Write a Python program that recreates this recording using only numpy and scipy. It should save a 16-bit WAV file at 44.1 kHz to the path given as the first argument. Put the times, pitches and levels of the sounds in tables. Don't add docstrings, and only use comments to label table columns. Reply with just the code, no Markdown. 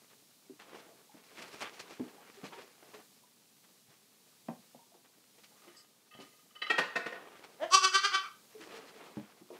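import sys
import numpy as np
from scipy import signal
from scipy.fft import rfft, irfft, next_fast_len
from scipy.io import wavfile
from scipy.ndimage import uniform_filter1d, map_coordinates

SR = 44100
rng = np.random.default_rng(int(sys.argv[2]) if len(sys.argv) > 2 else 0)


def master_out(mix):
    frames = np.transpose(np.atleast_2d(mix))
    ceiling = np.clip(frames, -1, 1)
    pcm = np.round(ceiling * 32767).astype(np.int16)
    wavfile.write(sys.argv[1], SR, pcm)


def gain_from_db(level_db):
    decades = np.asarray(level_db, float) / 20
    return 10 ** decades


N = 422919
T = np.arange(N) / SR

# peak in seconds, level in dB, pitch, jaw and tongue resonance in Hz.
THROBS = [
    (7.635, -25.5, 334.3, 583, 1740),
    (7.748, -8.5, 385, 1160, 2720),
    (7.848, -11, 381, 1270, 2740),
    (7.957, -11.5, 390, 1350, 2150),
    (8.054, -14.5, 397, 1350, 2180),
    (8.151, -16, 387, 1310, 2450),
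    (8.245, -36, 398.2, 1260, 2337),
]
# centre in Hz, width in Hz, level in dB.
UPPER_THROAT = [(5720, 650, 0.5), (7600, 1600, -9), (9690, 2160, -26)]
SHUT_MOUTH_DB = (-1.5, -8, -38, -56)

# start in seconds, peak in dB, share of the ring left free (0-1).
RIM_TAPS = [(5.6232, -56, .05), (5.6795, -55, .41), (5.7491, -52.5, .15), (5.7989, -57, .15),
            (6.1124, -52.5, .52), (6.1411, -46.5, .23), (6.1753, -49.5, .16), (6.2043, -49, .36),
            (6.2493, -59.5, .17), (6.3289, -60, .19), (6.3892, -61.5, .31), (6.51, -55.5, .12),
            (6.5543, -42, .52), (6.6202, -25.5, .21), (6.6708, -32, .06)]
# start in seconds, peak in dB, clatter in dB, floor thump in dB.
TIP_OVER = [
    (6.702, -12, -2.5, -19),
]
# frequency in Hz, level in dB, 60 dB decay in seconds.
RIM_MODES = [(1232.7, -7, 0.336), (1584, -19, 0.16), (1873.2, -6.5, 0.206), (2049, -9.5, 0.214),
             (2649, 2, 0.111), (3000, 0, 0.199), (3240, -5, 0.148), (3480, -12.5, 0.145),
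             (3976, -18.5, 0.286), (4470, -13.5, 0.142), (4646, -12, 0.18), (5260, -16, 0.19)]
# frequency in Hz, level in dB, 60 dB decay in seconds.
TIPPING_MODES = [(1351, -14.5, 0.154), (1879, 2, 0.0918), (2321, -11.5, 0.145), (2506, -7, 0.078),
                 (2636.5, -4, 0.113), (3225, -11.5, 0.19), (4180, -22, 0.1), (5290, -20.5, 0.097)]
# frequency in Hz, level in dB, 60 dB decay in seconds.
BOUNCE_MODES = [(485.6, 5.5, 0.146), (690, 2.5, 0.25), (1044, -5, 0.274), (1469, 5, 0.194),
                (1809, -3, 0.17), (1845, 6, 0.16), (2077, -3, 0.17), (2600, 9, 0.099), (2830, -3.5, 0.099),
                (3605, -22, 0.092), (4070, -11.5, 0.097), (5260, -20.5, 0.12)]
# frequency in Hz, level in dB per Hz.
CLATTER_COLOUR = [(88, -61), (150, -25), (420, -8), (766, -10.5), (966, -11), (1700, -6.5), (1870, -7),
                  (2060, -9.5), (4140, -18), (15500, -45.5)]

# start in seconds, peak in dB, centre in Hz, knock in dB, click in dB.
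STEPS = [(0.497, -42, 287, -27.5, -29.5), (1.142, -48.5, 234, -14, -4), (1.997, -28, 288.3, -22.5, -14.5),
         (2.433, -39, 190, -17, -4), (2.825, -53, 430, -2.5, -20), (2.936, -48.5, 452, -3.5, -13),
         (3.886, -57, 140, -18.5, -10.5), (4.485, -29.5, 230, -12, -9), (4.592, -53.5, 186, -19, -12.5),
         (4.748, -52.5, 228, -5.5, -17), (4.944, -56.5, 463, -3, -4.5), (5.671, -51.5, 330, -10, -15),
         (6.148, -51.5, 154, -10.5, -4), (6.19, -44.5, 356, -10.5, -4), (8.548, -45, 432, -22, -20.5),
         (9.171, -30, 190, -22, -10.5), (9.412, -47.5, 244, -18.5, -21), (9.504, -42, 460, -11, -8)]
FLOOR_MODES_HZ = [140, 186.34, 234, 293.6, 369.6, 450]
# start in seconds, peak in dB, pitch in Hz.
TOE_TICKS = [(0.882, -52.5, 692), (0.924, -53, 623), (1.096, -50, 843), (1.171, -55, 657), (2.182, -48, 800),
             (2.523, -41.5, 945), (3.237, -56.5, 980), (4.792, -52, 935), (4.921, -54, 670),
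             (5.52, -57.5, 830)]
# start in seconds, peak in dB, pitch in Hz.
TOE_TAPS = [(2.374, -49, 400), (2.574, -46, 390.7), (8.599, -46, 322), (8.743, -42.5, 453.5),
            (8.789, -49, 438.7), (8.954, -49.5, 442.7), (9.529, -47.5, 491.5)]
# frequency in Hz, level in dB per Hz.
KNOCK_COLOUR = [(350, -51), (520, 4.5), (900, -2.5), (1300, -16.5), (2500, -29), (6000, -61.5)]

# peak in seconds, level in dB, rise and fall in seconds per 10 dB, brightness in dB.
SLOW_SHUFFLES = [(.02, -72, .1, .2, -1.5), (.78, -60, .12, .2, -7), (1.4, -58, .07, .3, -1.5),
                 (1.55, -58, .25, .2, 1.5), (1.87, -59, .2, .3, -2.5), (2.1, -62.5, .25, .4, -11),
                 (2.51, -61.5, .25, .17, 1.5), (2.91, -66, .3, .14, -2.5), (4.63, -74, .2, .45, -1.5),
                 (5.68, -66.5, .2, .15, -1.5), (7.16, -56, .03, .3, -16), (7.42, -63, .3, .4, -4.5),
                 (8.74, -54, .13, .25, -2.5), (9.07, -57, .35, .16, -4.5), (9.3, -66.5, .2, .3, -6)]
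# start in seconds, peak in dB, weight in dB, brightness in dB.
HOOF_DRAGS = [(0.0994, -57.5, -9.5, -5.5), (0.594, -46, -3, -6), (0.6794, -49.5, -3, -18.5),
              (0.7492, -57.5, 4.5, 5), (1.169, -59, 1.5, -11), (1.2979, -57, -1.5, -13.5),
              (1.3783, -48, 1.5, 3.5), (1.607, -29, -7, -9), (1.7294, -54.5, -17.5, 5),
              (1.895, -53.5, 2.5, 9), (2.5238, -44, -4.5, -22), (2.5782, -46, -2, -4),
              (2.938, -48, -2.5, -1), (3.6341, -58, -14.5, -19), (3.8956, -57.5, -7.5, 1),
              (6.199, -58, 3, 11.5), (7.4275, -52, -16.5, -3.5), (8.608, -54.5, 1, 5),
              (9.5279, -45.5, 1.5, -10)]
# start in seconds, peak in dB, weight in dB, brightness in dB.
HOOF_FLICKS = [(0.7994, -53.5, -5.5, -18.5), (1.4202, -43, -14.5, 8.5), (1.4794, -46, -12.5, 4),
               (1.5329, -53, -17.5, -13.5), (1.7938, -41, -28, 11.5), (2.0807, -49, -17, -7),
               (2.3, -61, -22.5, 11.5), (2.4389, -33, -1.5, -1.5), (2.9888, -53, 9.5, -8.5),
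               (5.0438, -49, -3.5, -17.5), (5.38, -53, 0.5, 4), (5.435, -58, -11, 12), (5.6231, -65, -5, 2),
               (8.749, -60, 0.5, -13)]
# frequency in Hz, level in dB per Hz.
CLOTH_COLOUR = [(350, -17), (600, -14), (711, -9), (1020, -12.5), (1170, -7.5), (3500, -16), (4550, -31),
                (7700, -120)]
# frequency in Hz, level in dB per Hz.
FLOOR_COLOUR = [(47, -58), (80, -46.5), (171, -6), (365, -4), (433, 0.5), (543, -6), (1200, -11.5),
                (1560, -53), (2640, -120)]
# frequency in Hz, level in dB per Hz.
FIZZ_COLOUR = [(1410, -9), (2400, -2.5), (3690, -10), (4020, -5), (5980, -10), (9860, -19), (15500, -29.5)]
# Cloth, floor and fizz while the kid stands still, in dB.
STANDING_DB = (-77.5, -75, -79)

# time in seconds, level in dB.
SNIFF_LEVEL = [
    (5.75, -86.5),
    (5.77, -59.5),
    (5.81, -61),
    (5.84, -77.5),
]
# centre in Hz, width in Hz, level in dB.
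NOSTRILS = [(4920, 900, 0), (6530, 370, -3), (7780, 880, -3)]
# frequency in Hz, level in dB per Hz.
HISS_COLOUR = [(15, -63), (25, -32.5), (64, -27.5), (113, 4), (178, 4.5), (253, 4.5), (434, -12),
               (524, -11.5), (784, -13.5), (1110, -15), (1270, -18.5), (3940, -4.5), (15600, -7.5)]
# frequency in Hz, 60 dB decay in seconds.
ROOM_DECAY = [(200, 0.368), (1000, 0.458), (4000, 0.459), (12000, 0.259)]


def unit(x):
    return x / np.sqrt(np.mean(x ** 2) + 1e-20)


def along(points, hz):
    f, v = np.transpose(points)
    return np.interp(np.log(hz + 1), np.log(f + 1), v)


def filtered(x, response):
    m = next_fast_len(len(x) + 8192)
    return irfft(rfft(x, m) * response(np.fft.rfftfreq(m, 1 / SR)), m)[:len(x)]


def noise(spectrum, size):
    return unit(filtered(rng.standard_normal(size), lambda hz: gain_from_db(along(spectrum, hz))))


def wobble(rate, size):
    return map_coordinates(rng.standard_normal(int(size * rate / SR) + 4), [np.arange(size) * rate / SR])


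def resonances(f, modes):
    total = 0
    for k, (centre, width, db) in enumerate(modes):
        total = total + (-1) ** k * gain_from_db(db) * 1j * f * width / (centre ** 2 - f * f + 1j * f * width)
    return total


def add(track, s, sound):
    part = track[round(s * SR):][:len(sound)]
    part += sound[:len(part)]


def room(x, onset, near):
    hz, t, z = signal.stft(rng.standard_normal(SR // 2), SR, nperseg=256)
    decay = gain_from_db(-60 * t / near / along(ROOM_DECAY, hz)[:, None])
    tail = signal.istft(z * decay, SR, nperseg=256)[1]
    tail = tail * (1 - np.exp(-(np.arange(len(tail)) / SR / onset) ** 2))
    return signal.fftconvolve(x, tail / np.linalg.norm(tail))


def vocal_folds(t, s, pitch_hz, weak):
    sag_hz = 9 + 70 * np.exp(-(s - THROBS[0][0]) / .1)
    pitch = pitch_hz - sag_hz * np.clip(-t / .04, -.3, 2) - 5 * (t / .03) ** 2 + 4.5 * wobble(120, len(t))
    phase = 2 * np.pi * np.cumsum(pitch) / SR
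    harmonics = np.arange(1, 38)[:, None]
    folds = unit(np.sum(np.cos(harmonics * phase), axis=0)) * gain_from_db(0.436 * wobble(198.2, len(t)))
    breath = rng.standard_normal(len(t)) * (1 + 0.32 * np.cos(phase))
    breathy = .14 + .3 * (s - 7.7) ** 2 + .5 * weak ** 2
    swell_s, fall_s = .017, .0115 + .014 * weak
    shape = np.where(t < 0, np.exp(-np.abs(t / swell_s) ** 1.7), np.exp(-(t / fall_s) ** 2))
    shape = shape * np.clip((t + .04) / .006, 0, 1)
    leak = np.hanning(len(t)) * np.clip((t + .052) / .02, 0, 1)
    murmur = uniform_filter1d(folds, size=18)
    return shape * folds + gain_from_db(-11) * leak * murmur + breathy * (shape + gain_from_db(-1.5) * leak) * breath


def throat_modes(s, pitch_hz, jaw_hz, tongue_hz, weak):
    open_jaw_hz = 1170
    dull_db, tired_db = -9 * weak, -33 * (s - THROBS[1][0])
    open_db = np.array([-7.5, -4.5 + dull_db, -2.5 + dull_db + .45 * tired_db, -3.5 + tired_db])
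    shut = max(1 - jaw_hz / open_jaw_hz, 0)
    tongue_db, pharynx_db, larynx_db, top_db = open_db + np.multiply(SHUT_MOUTH_DB, shut)
    jaw_width = 240 + .9 * max(jaw_hz - open_jaw_hz, 0)
    modes = [(pitch_hz, 350, -21 + 24 * shut),
             (jaw_hz, jaw_width, 20 * np.log10(400 / jaw_width)),
             (tongue_hz, 420, tongue_db),
             (3110, 600, pharynx_db),
             (4680, 900, larynx_db)]
    return modes + [(hz, width, top_db + share_db) for hz, width, share_db in UPPER_THROAT]


def bleat():
    out, t = np.zeros(N), np.arange(-.08 * SR, .07 * SR) / SR
    for s, db, pitch_hz, jaw_hz, tongue_hz in THROBS:
        weak = ((THROBS[1][1] - db) / 24) ** 2
        source = vocal_folds(t, s, pitch_hz, weak)
        modes = throat_modes(s, pitch_hz, jaw_hz, tongue_hz, weak)

        def tract(f):
            rings = sum(gain_from_db(level) * resonances(f, [(hz, width, 0)]) ** 2 for hz, width, level in modes)
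            return rings / (1 + (f / 11800) ** 8)

        voice = filtered(np.pad(source, (0, 1000)), tract)
        voice = gain_from_db(db) * voice / np.abs(voice).max()
        add(out, s - .08, voice)
        add(out, s - .08 + .029, gain_from_db(-13) * voice)
        add(out, s - .08, gain_from_db(-7) * room(voice, onset=0.0083, near=0.729))
    return out


def strike(modes, clatter_db, damping, hard_db=0):
    t = np.arange(SR // 3) / SR
    ring = np.zeros(len(t))
    for hz, db, t60 in modes:
        level_db = db + hard_db * np.log2(hz / 2000) + rng.normal(0, 1.77)
        decay = gain_from_db(level_db - 60 * t / min(t60 * damping, .3))
        rock = gain_from_db(5 * wobble(90, len(t)))
        ring += decay * rock * np.sin(2 * np.pi * hz * t)
    crack = gain_from_db(clatter_db + 4.5 - 60 * t / 0.07) * noise(CLATTER_COLOUR, len(t))
    rise = 1 - np.exp(-(t / .009) ** 2)
    return rise * (ring / np.abs(rise * ring).max() + crack)


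def bowl():
    out, t = np.zeros(N), np.arange(SR // 3) / SR
    hits = []
    for s, db, damping in RIM_TAPS:
        hard_db = 1.2 + .22 * (db + 25)
        hits.append((s, gain_from_db(db) * strike(RIM_MODES, -12, damping, hard_db)))
    bounces = []
    land_s, flight_s, shrink = 6.783, .176, .587
    for k in range(5):
        s = land_s + flight_s * (1 - shrink ** k) / (1 - shrink)
        bounces.append((s, -17 - 3.4 * k - .5 * k * k, 7.5 - 3.2 * k, -5.5))
    for modes, rows in ((TIPPING_MODES, TIP_OVER), (BOUNCE_MODES, bounces)):
        for s, db, clatter_db, thump_db in rows:
            thump = gain_from_db(thump_db - 60 * t / 0.0887) * noise(FLOOR_COLOUR, len(t))
            thump = thump * (1 - np.exp(-(t / 0.0048) ** 2))
            hits.append((s, gain_from_db(db - 5) * (strike(modes, clatter_db - 4.5, damping=0.34) + thump)))
    for s, sound in hits:
        add(out, s - .005, sound)
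        add(out, s - .005, gain_from_db(-5) * room(sound, onset=0.0031, near=1))
    return out


def hooves():
    out, t, hz = np.zeros(N), np.arange(SR // 5) / SR, np.array(FLOOR_MODES_HZ)[:, None]
    for s, db, centre_hz, knock_db, click_db in STEPS:
        t60 = .075 * (centre_hz / 200) ** .8
        luck = rng.standard_normal((3, len(hz), 1))
        level_db = -16 * np.abs(np.log2(hz / centre_hz)) + 4.24 * luck[0]
        decay = gain_from_db(level_db - 60 * t / t60 * (hz / 250) ** 0.249)
        ring = decay * np.sin(2 * np.pi * hz * (1 + 0.0496 * luck[1]) * t + 1.35 * luck[2])
        thud = ring.sum(axis=0) * (1 - np.exp(-t / 0.00288))
        knock = gain_from_db(knock_db + 4.5 - 60 * t / 0.085) * noise(KNOCK_COLOUR, len(t))
        knock = knock * (1 - np.exp(-t / 0.00123))
        click = gain_from_db(min(click_db, -4) - 10.5 - 60 * t / 0.0305) * noise(CLATTER_COLOUR, len(t))
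        step = gain_from_db(db) * (thud / np.abs(thud).max() + knock + click)
        add(out, s - .001, step)
        add(out, s, gain_from_db(-7) * room(step, onset=0.0069, near=0.48))
    for toes, t60 in ((TOE_TICKS, .048), (TOE_TAPS, .11)):
        for s, db, toe_hz in toes:
            pip = gain_from_db(db - 60 * t / t60) * np.sin(2 * np.pi * toe_hz * t) * (1 - np.exp(-t / 0.00238))
            add(out, s - .002, pip)
            add(out, s, gain_from_db(-3.5) * room(pip, onset=0.009, near=0.48))
    return out


def rustle():
    grain = gain_from_db(2.2 * np.abs(wobble(500, N)) ** 1.4)
    layers = []
    for colour in (CLOTH_COLOUR, FLOOR_COLOUR, FIZZ_COLOUR):
        layers.append(unit(grain * gain_from_db(2.44 * wobble(40, N)) * noise(colour, N)))
    stroke = gain_from_db(np.array(STANDING_DB))[:, None] * np.ones(N)
    for s, db, rise, fall, bright_db in SLOW_SHUFFLES:
        effort = gain_from_db(db - 10 * np.where(T < s, (s - T) / rise, (T - s) / fall))
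        shares_db = np.array([0, .8 - .15 * bright_db, bright_db])
        stroke = np.maximum(stroke, gain_from_db(shares_db)[:, None] * effort)
    t = np.arange(SR // 4) / SR
    for scuffs, t60 in ((HOOF_DRAGS, .21), (HOOF_FLICKS, .085)):
        for s, db, weight_db, bright_db in scuffs:
            swell = gain_from_db(db - 5.5 - 60 * t / t60) * (1 - np.exp(-t / 0.0109))
            for gain, share_db in zip(stroke, (0, weight_db, bright_db)):
                add(gain, s - .002, gain_from_db(share_db) * swell)
    return np.sum(stroke * layers, axis=0)


def sniff():
    air = unit(filtered(rng.standard_normal(N), lambda f: resonances(f, NOSTRILS) ** 2))
    return gain_from_db(np.interp(T, *np.transpose(SNIFF_LEVEL), -150, -150)) * air


def hiss():
    return gain_from_db(-64 + 1.2 * wobble(3.318, N)) * noise(HISS_COLOUR, N)


def scene():
    return (bleat() + bowl() + hooves() + rustle() + sniff() + hiss())[None]


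def low_pass(x):
    return signal.sosfilt(signal.butter(12, 15720, fs=SR, output="sos"), x)


def record(dry):
    thin = filtered(dry[0], lambda f: resonances(f, [(1620, 24240, 0.12)]) ** 2 * (f < 15720))
    return low_pass(thin[None])


dry = scene()
out = record(dry)
master_out(out)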